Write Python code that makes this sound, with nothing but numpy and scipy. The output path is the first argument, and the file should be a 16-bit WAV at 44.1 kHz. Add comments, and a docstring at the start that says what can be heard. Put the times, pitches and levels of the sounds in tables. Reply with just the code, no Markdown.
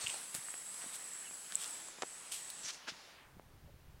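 """A broad hiss with a shrill, insect-like band near 8 kHz, heard as a hand rubs a phone's casing.
Both are filtered noise; they dull and die away, leaving quiet outdoor air and low buffets of wind.
Handling near the microphone port excites damped resonances: grainy rustles, small ticks, soft thumps,
and slips of the grip that give a few dull pulses and one short crackling knock.
A far bird chirps faintly. The rest is close, and the whole scene is dry and mono."""
import sys
import numpy as np
from scipy import signal
from scipy.io import wavfile
from scipy.ndimage import map_coordinates

SR = 44100
rng = np.random.default_rng(int(sys.argv[2]) if len(sys.argv) > 2 else 0)


def master(y):
    """Save y as 16-bit WAV."""
    cut = np.clip(np.atleast_2d(y).T, -1, 1)
    pcm = np.round(cut * 32767)  # scale
    wavfile.write(sys.argv[1], SR, pcm.astype(np.int16))


N = 176400
TIME = np.arange(N) / SR
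RING_HZ, RING_WIDTH_HZ = 8300, 1220   # shrill ring of the rustles; the knocks' ring shares its width

# envelope of the hiss: (time [s], level [dB])
HISS_LEVEL = [(0, -43), (.15, -43.5), (.28, -49), (.52, -48.5), (.66, -50.5), (.82, -46), (1.0, -48),
              (1.12, -49.5), (1.43, -50.5), (1.68, -45), (1.85, -49), (2.1, -50.5), (2.6, -48.5),
              (3.1, -50.5), (3.25, -52.5), (3.45, -63), (4, -79)]
# spectrum of the hiss: (frequency [Hz], gain [dB])
HISS_SPECTRUM = [(40, -34), (100, -18), (150, -5.5), (220, -9), (450, -5), (900, -1), (1800, 0),
                 (3000, -2.5), (4300, -2.5), (5900, -2.5), (7000, -0.5), (9300, -1), (11300, -12.5),
                 (13200, -15), (14600, -16), (15500, -18)]
# upper edge of the hiss: (time [s], cutoff [Hz])
HISS_CUTOFF = [(0, 18000), (1.8, 18000), (1.95, 7700), (2.01, 7700), (2.07, 11700), (2.28, 11000),
               (2.36, 17000), (2.66, 11000), (2.77, 6300), (2.85, 5150), (2.93, 6450), (3.12, 5300),
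               (3.22, 3500), (3.34, 1690), (4, 1190)]
# envelope of the shrill band: (time [s], level [dB])
SHRILL_LEVEL = [(0, -46), (.12, -30.5), (.22, -35), (.31, -36), (.5, -33), (.79, -33.5), (1.01, -34.5),
                (1.14, -33.5), (1.5, -37), (1.7, -33), (1.9, -38), (1.96, -52), (2.01, -48), (2.08, -35.5),
                (2.25, -40), (2.44, -35), (2.56, -39), (2.63, -34), (2.8, -70), (3.3, -97)]
# centre of the shrill band: (time [s], frequency [Hz])
SHRILL_CENTRE = [(0, 8250), (.4, 8020), (.8, 8030), (1.35, 7870), (1.65, 8100), (1.92, 7580), (1.965, 6900),
                 (2.02, 7450), (2.09, 8060), (2.35, 8030), (2.62, 7800), (2.66, 7300)]
# envelope of the fainter band above it: (time [s], level [dB])
UPPER_LEVEL = [(0, -69), (.17, -43.5), (.75, -44), (1.2, -46), (1.75, -46), (1.88, -51), (1.97, -54),
               (2.1, -50), (2.5, -52.5), (2.68, -53), (2.8, -66), (3.1, -65), (3.3, -87)]
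# spectrum of that upper band: (frequency [Hz], gain [dB])
UPPER_SPECTRUM = [(8800, -42), (9700, -4), (10400, 0.5), (11200, 0), (11500, -15), (13000, -21)]
# handling rubs: (start [s], attack [s], hold [s], decay constant [s], level [dB], low edge [Hz],
# high edge [Hz], body frequency [Hz], body gain [dB], ring gain [dB])
RUSTLES = [(0.004, 0.0089, 0.029, 0.014, -47.5, 400, 8000, 4430, 7.5, 15.5),
           (0.06, .004, 0.047, 0.067, -47.5, 1500, 8500, 2730, 8, 9),
           (0.34, 0.0051, 0.012, 0.02, -43, 150, 13400, 9300, 6, -9),
           (0.808, .006, 0.012, 0.04, -55, 700, 10000, 1900, 14.5, -4),
           (0.926, .012, 0.017, 0.014, -48, 1800, 11500, 3870, -1, 2),
           (1.06, .03, 0.15, 0.087, -56.5, 1000, 2600, 1810, 9.5, -20),
           (1.484, 0.022, 0.026, .006, -55, 700, 2500, 1550, 13, -20),
           (1.572, 0.042, 0.023, 0.028, -47, 1500, 10700, 3430, 6, 9.5),
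           (1.654, 0.019, 0.21, 0.027, -54, 247, 900, 345, 1, -20),
           (2.314, 0.0049, 0.025, 0.053, -41, 2260, 10600, 3080, 0, 1.5),
           (2.5, .001, 0.0024, 0.0043, -45.5, 3400, 15000, 4100, 10, 8.5),
           (2.622, 0.033, 0.028, 0.024, -44, 1400, 6700, 5950, 9.5, -14),
           (2.676, 0.011, 0.02, 0.0074, -41, 1470, 6800, 3270, -20, -19),
           (2.723, 0.01, 0.0088, .03, -46, 3500, 7000, 5850, -3, -11),
           (2.868, 0.013, 0.0074, 0.0094, -36.5, 352, 3540, 1590, 2, -20),
           (2.874, 0.017, 0.0066, 0.013, -35.5, 2120, 5000, 5200, -0.5, -30),
           (3.665, 0.017, 0.016, .006, -55, 300, 900, 553, 10, -31)]
# small contacts and slips on the casing:
# (time [s], body peak [dB], body frequency [Hz], body width [Hz], ring peak [dB])
HANDLING_TICKS = [(0.0647, -29, 2880, 500, -42), (0.07, -24, 2820, 520, -34), (.0816, -39, 3000, 1500, -29),
                  (0.096, -31.5, 2870, 700, -42), (0.1, -32.5, 3080, 600, -28),
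                  (0.1425, -37.5, 700, 800, -48), (0.3489, -30, 4540, 3000, -26),
                  (0.363, -41, 1900, 1000, -40), (.4857, -36, 1380, 700, -50),
                  (0.5408, -35.5, 1870, 1500, -46), (0.7426, -39, 4500, 2000, -40),
                  (0.8198, -44, 2000, 1800, -37), (.9567, -46, 4000, 3000, -31),
                  (1.1354, -46, 4000, 3000, -32), (1.5223, -29, 4000, 3500, -35),
                  (1.5232, -36, 1490, 700, -46), (1.5485, -37, 3500, 3000, -35),
                  (1.5547, -31, 5200, 4000, -15.5), (1.617, -43, 3000, 2000, -32),
                  (1.627, -39, 2700, 2000, -33), (1.6366, -36, 3500, 3000, -29.5),
                  (1.6433, -25.5, 4400, 2800, -34), (1.6595, -40, 4000, 3000, -33),
                  (1.6775, -48, 4000, 3000, -33), (1.7083, -47, 4500, 3000, -32),
                  (1.8855, -44, 700, 600, -38), (2.3214, -34, 3080, 1100, -28.5)]
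# modes of a tick's shrill ring in the microphone port: (frequency [Hz], gain [dB])
TICK_MODES = [(7750, -2), (8550, -1), (14900, -19.5)]
# pulses on the casing: (time [s], peak level [dB], low-pass corner [Hz])
CASING_KNOCKS = [(.5416, -43.5, 600), (0.8413, -41.5, 700), (1.3109, -41, 900), (1.9863, -43, 600),
                 (2.0220, -18, 2330), (2.0236, -23.5, 1600), (2.026, -24.5, 1800), (2.0312, -27, 1300),
                 (2.0339, -27, 700), (2.0361, -34.5, 597), (2.0442, -46.5, 400), (3.3966, -40, 570)]
# bumps of the hand: (time [s], peak level [dB], frequency [Hz])
HAND_THUMPS = [(0.042, -50, 112), (0.082, -55.5, 127), (0.348, -48, 159), (0.383, -52.5, 140),
               (.862, -49.5, 230), (2.03, -52, 230), (2.642, -56, 137), (2.92, -51.5, 179),
               (3.368, -50.5, 182)]
# bird whistles: (start [s], length [s], start frequency [Hz], end frequency [Hz], peak level [dB])
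BIRD_CHIRPS = [(1.245, .048, 3130, 2570, -55.5), (1.262, .034, 3020, 2840, -58),
               (1.302, .028, 2680, 2330, -60)]
# envelope of the wind on the microphone: (time [s], level [dB])
WIND_LEVEL = [(0, -72), (3.05, -56), (3.33, -35.5), (3.48, -38), (3.56, -32.5), (3.6, -41), (3.65, -26),
              (3.69, -39), (3.74, -30), (3.8, -39), (3.89, -30.5), (3.95, -32), (4, -35)]
# spectrum of the wind: (frequency [Hz], gain [dB])
WIND_SPECTRUM = [(15, -11), (40, -4.5), (80, -1.5), (130, -6.5), (200, -21.5), (500, -34), (2000, -54)]
# spectrum of the quiet air: (frequency [Hz], level [dB])
AIR_SPECTRUM = [(30, -57), (85, -74), (150, -53), (400, -56.5), (1000, -59), (2000, -63), (4000, -67.5),
                (8000, -73), (15500, -72)]


def hiss(edge_order=5.1, leak_db=-18.5):
    """Spectral shaping: faintly crackling noise dulls as its low-pass edge falls."""
    def gain(hz, t):
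        power_passed = 1 / (1 + (hz / in_time(HISS_CUTOFF, t)) ** (2 * edge_order))
        power_passed += from_db(leak_db) ** 2   # a little still passes above the edge
        level = at_hz(HISS_SPECTRUM, hz) + in_time(HISS_LEVEL, t) + hiss_flicker(hz, t)
        return from_db(level) * np.sqrt(power_passed)
    crackle = grains(per_s=45, spread_db=2.5)
    return coloured(rng.standard_normal(N) + crackle, gain)


def hiss_flicker(hz, t, depth_db=2, width_hz=276.7, per_s=14):
    """Random amplitude modulation, in dB: brief swells and dips in narrow patches of the spectrum."""
    cells = np.broadcast_arrays(hz / width_hz, t * per_s)
    return depth_db * map_coordinates(rng.standard_normal((256, 256)), cells, order=1, mode="wrap")


def shrill_band(width_hz=686, waver_hz=50, flicker_db=1.6):
    """Resonance: a narrow, wavering peak gives grainy noise a pitch; a fainter band lies above it."""
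    def resonance(hz, t):
        centre = in_time(SHRILL_CENTRE, t) + waver_hz * drift(t, per_s=30.7)
        level = in_time(SHRILL_LEVEL, t) + flicker_db * drift(t, per_s=60)
        return from_db(level) / (1 + (2 * (hz - centre) / width_hz) ** 2)
    snaps = from_db(9) * grains(per_s=330, spread_db=1.5)
    narrow = coloured(rng.standard_normal(N) + snaps, resonance)
    return narrow + shaped_noise(UPPER_SPECTRUM, UPPER_LEVEL)


def rustles(slip_share=0.69):
    """Stick-slip friction: dense tiny slips drive a body resonance and a shrill ring in short rubs."""
    slips = grains(per_s=3900, spread_db=3.5)
    friction = np.sqrt(slip_share) * slips / slips.std()
    friction += np.sqrt(1 - slip_share) * rng.standard_normal(N)
    ring = resonate(friction, RING_HZ, RING_WIDTH_HZ)
    out = np.zeros(N)
    for start, attack, hold, decay, db, low_hz, high_hz, body_hz, body_db, ring_db in RUSTLES:
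        rise = np.clip((TIME - start) / attack, 0, 1)
        fall = np.exp(-np.maximum(TIME - start - attack - hold, 0) / decay)
        body = resonate(friction, body_hz, width_hz=0.15 * body_hz)
        rub = friction + from_db(body_db) * body + from_db(ring_db) * ring
        rub = cut(cut(rub, low_hz, "high"), high_hz, "low", order=3)
        out += from_db(db) * rise * fall * rub
    return out


def handling_ticks(scrape_db=-19.5, scrape_decay_s=0.0011, mode_width_hz=910, mode_spread_db=3.5):
    """Modal excitation: a small contact and slip on the casing ring a damped body and shrill modes."""
    out = np.zeros(N)
    for start, body_db, hz, width_hz, ring_db in HANDLING_TICKS:
        snap = click()
        scrape = rng.standard_normal(len(snap)) * np.exp(-TIME[:len(snap)] / scrape_decay_s)
        snap += from_db(scrape_db) * scrape
        body = resonate(resonate(snap, hz, width_hz), hz, 3 * width_hz)
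        body = cut(body, 1.45 * hz, "low")
        ring = np.zeros(len(snap))
        for mode_hz, mode_db in TICK_MODES:
            strength = from_db(mode_db + mode_spread_db * rng.standard_normal())
            ring += strength * resonate(resonate(snap, mode_hz, mode_width_hz), mode_hz, mode_width_hz)
        add(out, start, peak_at(body, body_db) + peak_at(ring, ring_db))
    return out


def casing_knocks(hollow_gain_db=-6, ring_gain_db=14.5):
    """Impulse response: slips of the grip ring the hollow casing; a briefer pulse sounds brighter."""
    out = np.zeros(N)
    for start, db, corner_hz in CASING_KNOCKS:
        pulse = cut(click(), corner_hz, "low", order=1)
        pulse = cut(cut(pulse, 260, "high"), 2.6 * corner_hz, "low")
        body = pulse + from_db(hollow_gain_db) * resonate(pulse, hz=680, width_hz=670)
        ring = from_db(ring_gain_db) * resonate(body, hz=7550, width_hz=RING_WIDTH_HZ)
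        add(out, start, peak_at(-(body + ring), db))
    return out


def hand_thumps():
    """Heavy damping: a soft bump of the hand rings a low resonance for only a cycle or two."""
    out = np.zeros(N)
    for start, db, hz in HAND_THUMPS:
        bump = resonate(click(), hz, width_hz=0.48 * hz)
        add(out, start, peak_at(cut(bump, 2 * hz, "low"), db))
    return out


def far_bird(waver_hz=70):
    """Frequency modulation: each thin whistle is a sine tone that wavers as it glides down."""
    out = np.zeros(N)
    for start, length, start_hz, end_hz, db in BIRD_CHIRPS:
        t = TIME[:int(length * SR)]
        hz = start_hz + (end_hz - start_hz) * t / length + waver_hz * drift(t, per_s=208)
        envelope = np.sqrt(np.sin(np.pi * t / length))
        add(out, start, from_db(db) * envelope * np.sin(2 * np.pi * np.cumsum(hz) / SR))
    return out


def wind():
    """Turbulence: uneven pressure on the microphone gives low buffets near the end."""
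    return shaped_noise(WIND_SPECTRUM, WIND_LEVEL)


def still_air():
    """Stationary noise: the quiet outdoor background keeps a constant spectrum."""
    return coloured(rng.standard_normal(N), lambda hz, t: from_db(at_hz(AIR_SPECTRUM, hz)))


def from_db(db):
    """Amplitude ratio: tenfold for every 20 dB."""
    return 10 ** (np.asarray(db) / 20)


def in_time(curve, t):
    """Linear interpolation of a curve at times t."""
    return np.interp(t, *np.transpose(curve))


def at_hz(spectrum, hz):
    """Interpolation of a spectrum on a log-frequency axis."""
    points_hz, db = np.transpose(spectrum)
    return np.interp(np.log(hz), np.log(points_hz), db)


def drift(t, per_s):
    """Random fluctuation: straight lines between Gaussian values of unit spread."""
    return np.interp(t * per_s, np.arange(2048), rng.standard_normal(2048))


def coloured(x, gain):
    """Time-varying filtering: gain(hz, t) weights the short-time spectrum of x."""
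    hz, t, spectrum = signal.stft(x, SR, nperseg=1024, noverlap=768)
    return signal.istft(spectrum * gain(hz[:, None] + 1, t), SR, nperseg=1024, noverlap=768)[1][:N]


def shaped_noise(spectrum, envelope):
    """Source and filter: white noise takes on a spectrum and a level that changes with time."""
    white = rng.standard_normal(N)
    return coloured(white, lambda hz, t: from_db(at_hz(spectrum, hz) + in_time(envelope, t)))


def cut(x, hz, kind, order=2):
    """Butterworth low-pass or high-pass: 6 dB per octave for each order."""
    return signal.sosfilt(signal.butter(order, min(hz, SR * .45), kind, fs=SR, output="sos"), x)


def resonate(x, hz, width_hz):
    """Damped resonator with unit peak gain: the wider its band, the faster it decays."""
    radius = np.exp(-np.pi * width_hz / SR)
    feedback = [1, -2 * radius * np.cos(2 * np.pi * hz / SR), radius ** 2]
    return signal.lfilter(np.array([1, 0, -1]) * (1 - radius ** 2) / 2, feedback, x)


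def grains(per_s, spread_db):
    """Shot noise: independent clicks of random size and sign."""
    sizes = from_db(spread_db * np.minimum(rng.exponential(1, N), 4)) * rng.choice([-1, 1], N)
    return sizes * (rng.random(N) < per_s / SR)


def click():
    """Unit impulse: one contact, with a flat spectrum."""
    return signal.unit_impulse(4096) + 1e-18


def peak_at(x, db):
    """Normalisation of a short sound to a peak level."""
    return from_db(db) * x / np.abs(x).max()


def add(out, start_s, x):
    """Superposition of a short sound on the mix."""
    i = max(int(start_s * SR), 0)
    out[i:i + len(x)] += x[:max(N - i, 0)]


def scene():
    """Superposition: all sources sum at one microphone, the same in both channels."""
    mono = hiss() + shrill_band() + still_air() + wind()
    mono += rustles() + far_bird() + handling_ticks() + casing_knocks() + hand_thumps()
    return np.array([mono, mono])


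def record(dry, cutoff_hz=15900):
    """Band limiting: an elliptic low-pass cuts the top of the spectrum steeply."""
    return signal.sosfilt(signal.ellip(10, .1, 70, cutoff_hz, fs=SR, output="sos"), dry)


dry = scene()
out = record(dry)
master(out)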